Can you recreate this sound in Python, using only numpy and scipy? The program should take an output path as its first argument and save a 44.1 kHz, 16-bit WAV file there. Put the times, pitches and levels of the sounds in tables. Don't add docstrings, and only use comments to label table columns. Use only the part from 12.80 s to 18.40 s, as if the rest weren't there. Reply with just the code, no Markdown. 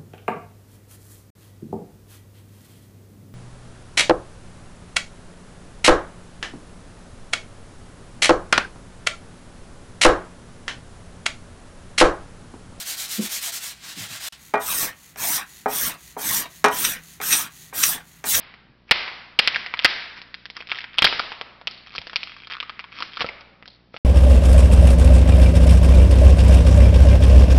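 import sys
import numpy as np
from scipy import signal
from scipy.fft import rfft, irfft
from scipy.io import wavfile
from scipy.ndimage import uniform_filter1d

SR = 44100
rng = np.random.default_rng(int(sys.argv[2]) if len(sys.argv) > 2 else 0)


def generate_wav(signal):
    frames = np.transpose(np.atleast_2d(signal))
    scaled = np.clip(frames, -1, 1) * 32767
    pcm = np.round(scaled).astype(np.int16)
    wavfile.write(sys.argv[1], SR, pcm)


N = 246959
T, HZ = np.arange(N) / SR, np.fft.rfftfreq(N, 1 / SR)

# frequency in Hz, relative level in dB.
AIR_COLOUR = [(20, -25), (35, -15), (60, 7), (100, -3.5), (160, 2.5), (475, -15), (2000, -9.5),
              (4500, -22.5), (15000, -24)]
# frequency in Hz, time to fall 60 dB in seconds.
ROOM_DECAY = [(150, 0.18), (1000, 0.23), (4000, 0.16), (15000, 0.03)]
# delay in seconds, level in dB.
NEAR_REFLECTIONS = [(.0019, -29), (.0043, -22), (.0071, -21)]
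# start in seconds, end in seconds.
DIP = (1.487, 1.524)
# start in seconds, level in dB, pitch in Hz, scuffing relative to the tone (ratio).
DULL_THUDS = [(0.377, -20.5, 206.6, 0.43), (0.423, -36, 214, 0.45), (.665, -39.5, 681, 0.46),
              (1.161, -40.5, 190, 0.81), (1.179, -39.5, 109, 1.1), (1.236, -50, 127, 0.85),
              (1.296, -44, 131, 0.7)]
# frequency in Hz, relative level in dB, time to fall 60 dB in seconds.
BOARD_MODES = [(188, -15, 0.051), (265, -13, 0.21), (422.3, -3, 0.088), (563, -14, 0.14), (586, -18.5, 0.2),
               (670, -4, 0.12), (683, 4, 0.028), (780, 4.5, 0.034), (886, -5.5, 0.11), (977, 4.5, 0.028),
               (993, -16.5, 0.31), (1162, -16, 0.06), (1160, -4.5, 0.12), (1260, -10.5, 0.23),
               (1456, -17.5, 0.28), (1690, -46.5, 0.21), (1900, -6.5, 0.089), (2180, -2, 0.081),
               (2410, -7.5, 0.3)]
# frequency in Hz, relative level in dB.
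BOARD_WASH_COLOUR = [(100, -22), (280, -14), (450, -3), (850, 12), (1900, 5.5), (2600, -1), (4000, 0),
                     (9000, -19.5)]
# delay in seconds, level in dB relative to the landing.
BLADE_REBOUNDS = [(0.0049, -2.5), (0.017, -7), (0.0412, -9.5)]
# start in seconds, level in dB.
GRAIN_SNAGS = [(3.9467, -37), (4.4144, -23.5), (4.425, -31)]
# frequency in Hz, width in Hz, lift in dB before scaling.
BLADE_RESONANCES = [(1420, 160, -4), (2530, 470, 4.5), (3730, 720, 7.5), (5764, 930, 12.5),
                    (6350, 350, 6.5), (8730, 1730, 15), (12120, 1740, 13.5), (14100, 530, 6.5)]
# frequency in Hz, relative level in dB.
DRAG_COLOUR = [(180, -33), (300, -17), (378, -2), (469, -26), (1150, -39), (1990, 2), (2120, -7),
               (2770, -5), (3210, -5), (4480, -2), (5030, -9.5), (6670, 2), (7490, -5.5), (12100, -5),
               (15800, -8.5)]
# frequency in Hz, relative level in dB.
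QUICK_STROKE_COLOUR = [(180, -62), (300, -10), (360, -15), (527, -13), (622, -8.5), (699, -6.5), (896, -9),
                       (1680, -2), (2720, -0.5), (3860, 1.5), (4790, 0), (8700, -0.5), (10400, -5.5),
                       (14300, -4), (15800, -10.5)]
# list of times in seconds when the hand turns, treble weight (ratio).
QUICK_BOUTS = [([-0.095, 0.047, 0.161, 0.275, 0.405, 0.487, 0.608, 0.716, 0.798, 0.934], 1.43),
               ([1.019, 1.148, 1.283, 1.394, 1.528], 0.61)]
# time in seconds, level in dB from usual.
HAND_EFFORT = [(0.0, 0), (0.35, 0), (0.65, 1.5), (0.88, -2), (1.05, -4), (1.21, 0.2), (1.34, -1.2),
               (1.47, 1.5)]
# centre in seconds, level in dB, decay time on either side in seconds.
BLADE_CHATTERS = [(4.051, -12, 0.006), (4.534, -14, 0.017), (5.0382, -6.5, 0.0038), (5.55, -17, 0.011)]
# frequency in Hz, relative level in dB.
STEEL_COLOUR = [(500, -38), (1300, 21), (2500, 11), (5700, 2), (8500, -4.5), (15800, -14)]
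# landing in seconds, push length in seconds, push level in dB, knock level in dB,
# contact cutoff in Hz, steel tick level in dB, bounce from 0 to 1, drag level in dB.
LONG_STROKES = [(1.7379, 0.3, -22.5, -15, 1860, -32, 0.85, -48.5),
                (2.359, 0.24, -21, -43, 2500, -37, 0.08, -51),
                (2.8593, 0.25, -23.5, -14.5, 1220, -35, 0.19, -46.5),
                (3.3662, 0.27, -22, -25.5, 1019, -49, 0.05, -46.5),
                (3.8424, 0.26, -24, -9, 1700, -12.5, 0.89, -47.5),
                (4.4012, 0.25, -21.5, -31, 2860, -39, 0.01, -47),
                (4.927, 0.24, -20, -37.5, 2600, -67, 0, -46),
                (5.441, 0.19, -17.5, -30, 3600, -25.5, 0, -54.5)]
# time in seconds, weight from 0 to 1.
RINGING = [(1.9, 0.51), (3.5, 0.56), (4.5, 0.75), (5.5, 0.26)]
# frequency in Hz, relative level in dB.
HISS_COLOUR = [(1500, -88), (2800, -14.5), (4500, -5), (7000, -1), (10000, -3), (13000, 1), (15800, 2)]
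# frequency in Hz, relative level in dB.
BOARD_RASP_COLOUR = [(200, -9), (480, -8.5), (750, -4), (1050, -1), (1500, 2.5), (2400, -5), (3400, -7.5),
                     (6000, -24.5)]
# frequency in Hz, relative level in dB.
TOP_THRUM_COLOUR = [(60, -17), (120, 3), (200, 3.5), (320, -3), (500, -22.5), (1000, -16)]

AIR_DB = -54.5
HUM_HZ, HUM_DB, HUM_FROM_S, HUM_RISE_S = 159.5, -56, 2.8, 1
CUT_HZ = 15900
THUD_SWELL_S, THUD_SWELL_HZ, THUD_SLOWING = 0.021, 199, 0.54
TICK_S = 0.0037
FIRST_DRAG_S, DRAG_SKEW = 1.57, 1.08
PAUSE_S = 0.03
QUICK_DB = -31.5
TURN_SPEED, TURN_POWER, COAST_S = 0.34, 0.65, 0.037
FASTEST_SHARE, EARLIER_PER_S = 0.73, 0.048
SETTLE_S, BITE_S = 0.062, 0.018
RASP_DB, THRUM_DB = -33.5, -47
RASP_LAG_S = 0.036


def amp(db):
    return 10 ** (np.asarray(db) / 20)


def unit(x):
    return x / np.sqrt(np.mean(x ** 2) + 1e-20)


def read(points, hz):
    f, value = np.transpose(points)
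    return np.interp(np.log(hz + 1), np.log(f + 1), value)


def add(mix, s, sound):
    part = mix[round(s * SR):][:len(sound)]
    part += sound[:len(part)]


def colour(x, points, ring=0):
    lift_db = sum(db / (1 + (2 * (HZ - hz) / width) ** 2) for hz, width, db in BLADE_RESONANCES)
    gain = amp(read(points, HZ) + ring * lift_db)
    return unit(irfft(rfft(x) * gain, N))


def wander(rate_hz):
    spectrum = rfft(rng.standard_normal(N))
    return unit(irfft(spectrum / (1 + (HZ / rate_hz) ** 4), N))


def fibres(per_s, spread_db):
    size = amp(spread_db * np.minimum(rng.exponential(1, N), 5))
    return unit(size * rng.standard_normal(N) * (rng.random(N) < per_s / SR))


def shimmer(x, depth_db):
    z = signal.stft(x, nperseg=512, noverlap=384)[2]
    patches = rng.standard_normal(z.T.shape)
    patches = uniform_filter1d(patches, size=12, axis=0)
    patches = uniform_filter1d(patches, size=4, axis=1)
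    gain = amp(depth_db * unit(patches).T)
    return unit(signal.istft(z * gain, nperseg=512, noverlap=384)[1][:N])


def arch(start, fastest, end, depth_db, flatness):
    rising, falling = (fastest - T) / (fastest - start), (T - fastest) / (end - fastest)
    u = np.where(T < fastest, rising, falling)
    return -depth_db * np.minimum(u, 3) ** flatness


def background():
    air = amp(AIR_DB) * colour(rng.standard_normal(N), AIR_COLOUR)
    hum_hz = HUM_HZ + 2.55 * wander(rate_hz=7.8)
    hum = np.sin(2 * np.pi * np.cumsum(hum_hz) / SR)
    fade_in = np.clip((T - HUM_FROM_S) / HUM_RISE_S, 0, 1)
    return air + amp(HUM_DB) * hum * fade_in


def room(x):
    half = SR // 2
    taps = rng.choice([-1., 1.], half) * (rng.random(half) < 2500 / SR) * (T[:half] > .003)
    hz, t, z = signal.stft(taps, SR, nperseg=256)
    decay = amp(-60 * t / read(ROOM_DECAY, hz)[:, None])
    tail = signal.istft(z * decay, SR, nperseg=256)[1]
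    return signal.fftconvolve(x, tail / np.linalg.norm(tail))[:N]


def thuds():
    t, out = T[:SR // 4], np.zeros(N)
    for s, db, hz, share in DULL_THUDS:
        band = signal.butter(3, [.8 * hz, 1.9 * hz], "bandpass", fs=SR, output="sos")
        scuff = unit(signal.sosfilt(band, rng.standard_normal(SR)))[-len(t):]
        swell = THUD_SWELL_S * max(THUD_SWELL_HZ / hz, 1) ** THUD_SLOWING
        shape = (t / swell) ** 2 * np.exp(1 - (t / swell) ** 2)
        add(out, s, amp(db) * shape * (np.sin(2 * np.pi * hz * t) + share * scuff))
    return out


def landings():
    t, out, ticking = T[:SR // 2], np.zeros(N), np.zeros(N)
    modes = np.zeros(len(t))
    for k, (hz, db, t60) in enumerate(BOARD_MODES):
        modes += (-1) ** k * amp(db - 60 * t / t60) * np.sin(2 * np.pi * hz * t)
    wash = colour(rng.standard_normal(N), BOARD_WASH_COLOUR)
    steel = colour(rng.standard_normal(N), STEEL_COLOUR, ring=0.64)
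    dull = signal.lfilter(*signal.butter(2, 1200, fs=SR), wash)
    tick = np.exp(-t / TICK_S)
    for lands, _, _, knock_db, sharp_hz, tick_db, bounce, _ in LONG_STROKES:
        contact = signal.butter(3, min(sharp_hz, SR / 4), fs=SR)
        blows = [(lands, 1)] + [(lands + delay, bounce * amp(db)) for delay, db in BLADE_REBOUNDS]
        for s, force in blows:
            here = (round(s * SR) + np.arange(len(t))) % N
            crack = amp(-60 * t / 0.055) * wash[here]
            lower = amp(-18.0 - 60 * t / 0.29) * dull[here]
            board = amp(-2) * modes + crack + lower
            add(out, s, force * amp(knock_db) * signal.lfilter(*contact, board))
            add(ticking, s, force * amp(tick_db) * tick)
    for s, db in GRAIN_SNAGS:
        add(ticking, s, amp(db) * tick)
    return signal.lfilter(*signal.butter(2, 110, "highpass", fs=SR), out + ticking * steel)


def returns():
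    speed, start = np.zeros(N), FIRST_DRAG_S
    for lands, length, _, _, _, _, bounce, drag_db in LONG_STROKES:
        progress = np.clip((T - start) / (lands - start), 0, 1)
        speed += amp(drag_db) * abs(np.sin(np.pi * progress ** DRAG_SKEW)) ** 0.87
        start = lands + bounce * SETTLE_S + length + PAUSE_S
    skim = colour(fibres(per_s=6300, spread_db=-6.0), DRAG_COLOUR)
    return speed * skim * amp(0.68 * wander(rate_hz=60))


def quick_strokes():
    unevenness = amp(.6 * wander(rate_hz=45))
    snaps = colour(fibres(per_s=26000, spread_db=-1.5), QUICK_STROKE_COLOUR)
    rub = shimmer(snaps, depth_db=1.5) * unevenness
    body = signal.lfilter(*signal.butter(1, 4500, fs=SR), rub)
    treble = rub - body
    effort, out = amp(np.interp(T, *np.transpose(HAND_EFFORT))), np.zeros(N)
    for turns, brightness in QUICK_BOUTS:
        stroke_phase = np.interp(T, turns, np.arange(len(turns)))
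        swing = abs(np.sin(np.pi * stroke_phase)) ** TURN_POWER
        outside_s = abs(T - np.clip(T, turns[0], turns[-1]))
        speed = effort * (TURN_SPEED + (1 - TURN_SPEED) * swing) * np.exp(-outside_s / COAST_S)
        out += speed * (body + brightness * speed * treble)
    return amp(QUICK_DB) * out


def chatters():
    swell = sum(amp(db) * np.exp(-abs(T - s) / decay) for s, db, decay in BLADE_CHATTERS)
    slips = fibres(per_s=15000, spread_db=-0.7) * amp(1.1 * wander(rate_hz=300))
    return swell * colour(slips, STEEL_COLOUR, ring=1.61)


def pushes():
    unevenness = amp(.45 * wander(rate_hz=60) + .6 * wander(rate_hz=600))
    snaps = fibres(per_s=18000, spread_db=-0.9) * unevenness
    ringing = np.interp(T, *np.transpose(RINGING))
    plain, resonant = colour(snaps, HISS_COLOUR), colour(snaps, HISS_COLOUR, ring=1.0)
    hiss = shimmer((1 - ringing) * plain + ringing * resonant, depth_db=4.0)
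    grain = amp(1.1 * wander(rate_hz=44))
    rasp = shimmer(colour(snaps, BOARD_RASP_COLOUR, ring=0.65), depth_db=5.0) * grain
    growth_rings = amp(3 * wander(rate_hz=25))
    thrum = colour(snaps, TOP_THRUM_COLOUR) * growth_rings
    through_board = amp(RASP_DB) * rasp + amp(THRUM_DB) * thrum
    out = np.zeros(N)
    for lands, length, push_db, _, _, _, bounce, _ in LONG_STROKES:
        start = lands + bounce * SETTLE_S
        share = np.clip(FASTEST_SHARE - EARLIER_PER_S * (lands - LONG_STROKES[0][0]), .1, .9)
        fastest, end = start + share * length, start + length
        touching = np.clip((T - start) / BITE_S, 0, 1)
        hiss_db = arch(start, fastest, end, depth_db=25, flatness=3.3)
        board_db = arch(start, fastest, end + RASP_LAG_S, depth_db=14.5, flatness=4.05)
        out += touching * (amp(push_db + hiss_db) * hiss + amp(board_db) * through_board)
    return out


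def scene():
    scraping = quick_strokes() + pushes() + returns() + chatters()
    knocks = landings() + thuds()
    reflected = sum(amp(db) * np.pad(scraping, (round(s * SR), 0))[:N] for s, db in NEAR_REFLECTIONS)
    scraping = scraping + reflected
    reverberant = room(amp(-12.0) * scraping + amp(-10.0) * knocks)
    mix = scraping + knocks + reverberant + background()
    sounding = uniform_filter1d(1. * ((T < DIP[0]) | (T > DIP[1])), size=130)
    return (mix * np.maximum(sounding, amp(-34)))[None]


def record(dry):
    lowpass = signal.firwin(511, CUT_HZ, window=("kaiser", 9), fs=SR)
    return signal.oaconvolve(np.clip(dry, -1, 1), lowpass[None], "same")


dry = scene()
out = record(dry)
generate_wav(out)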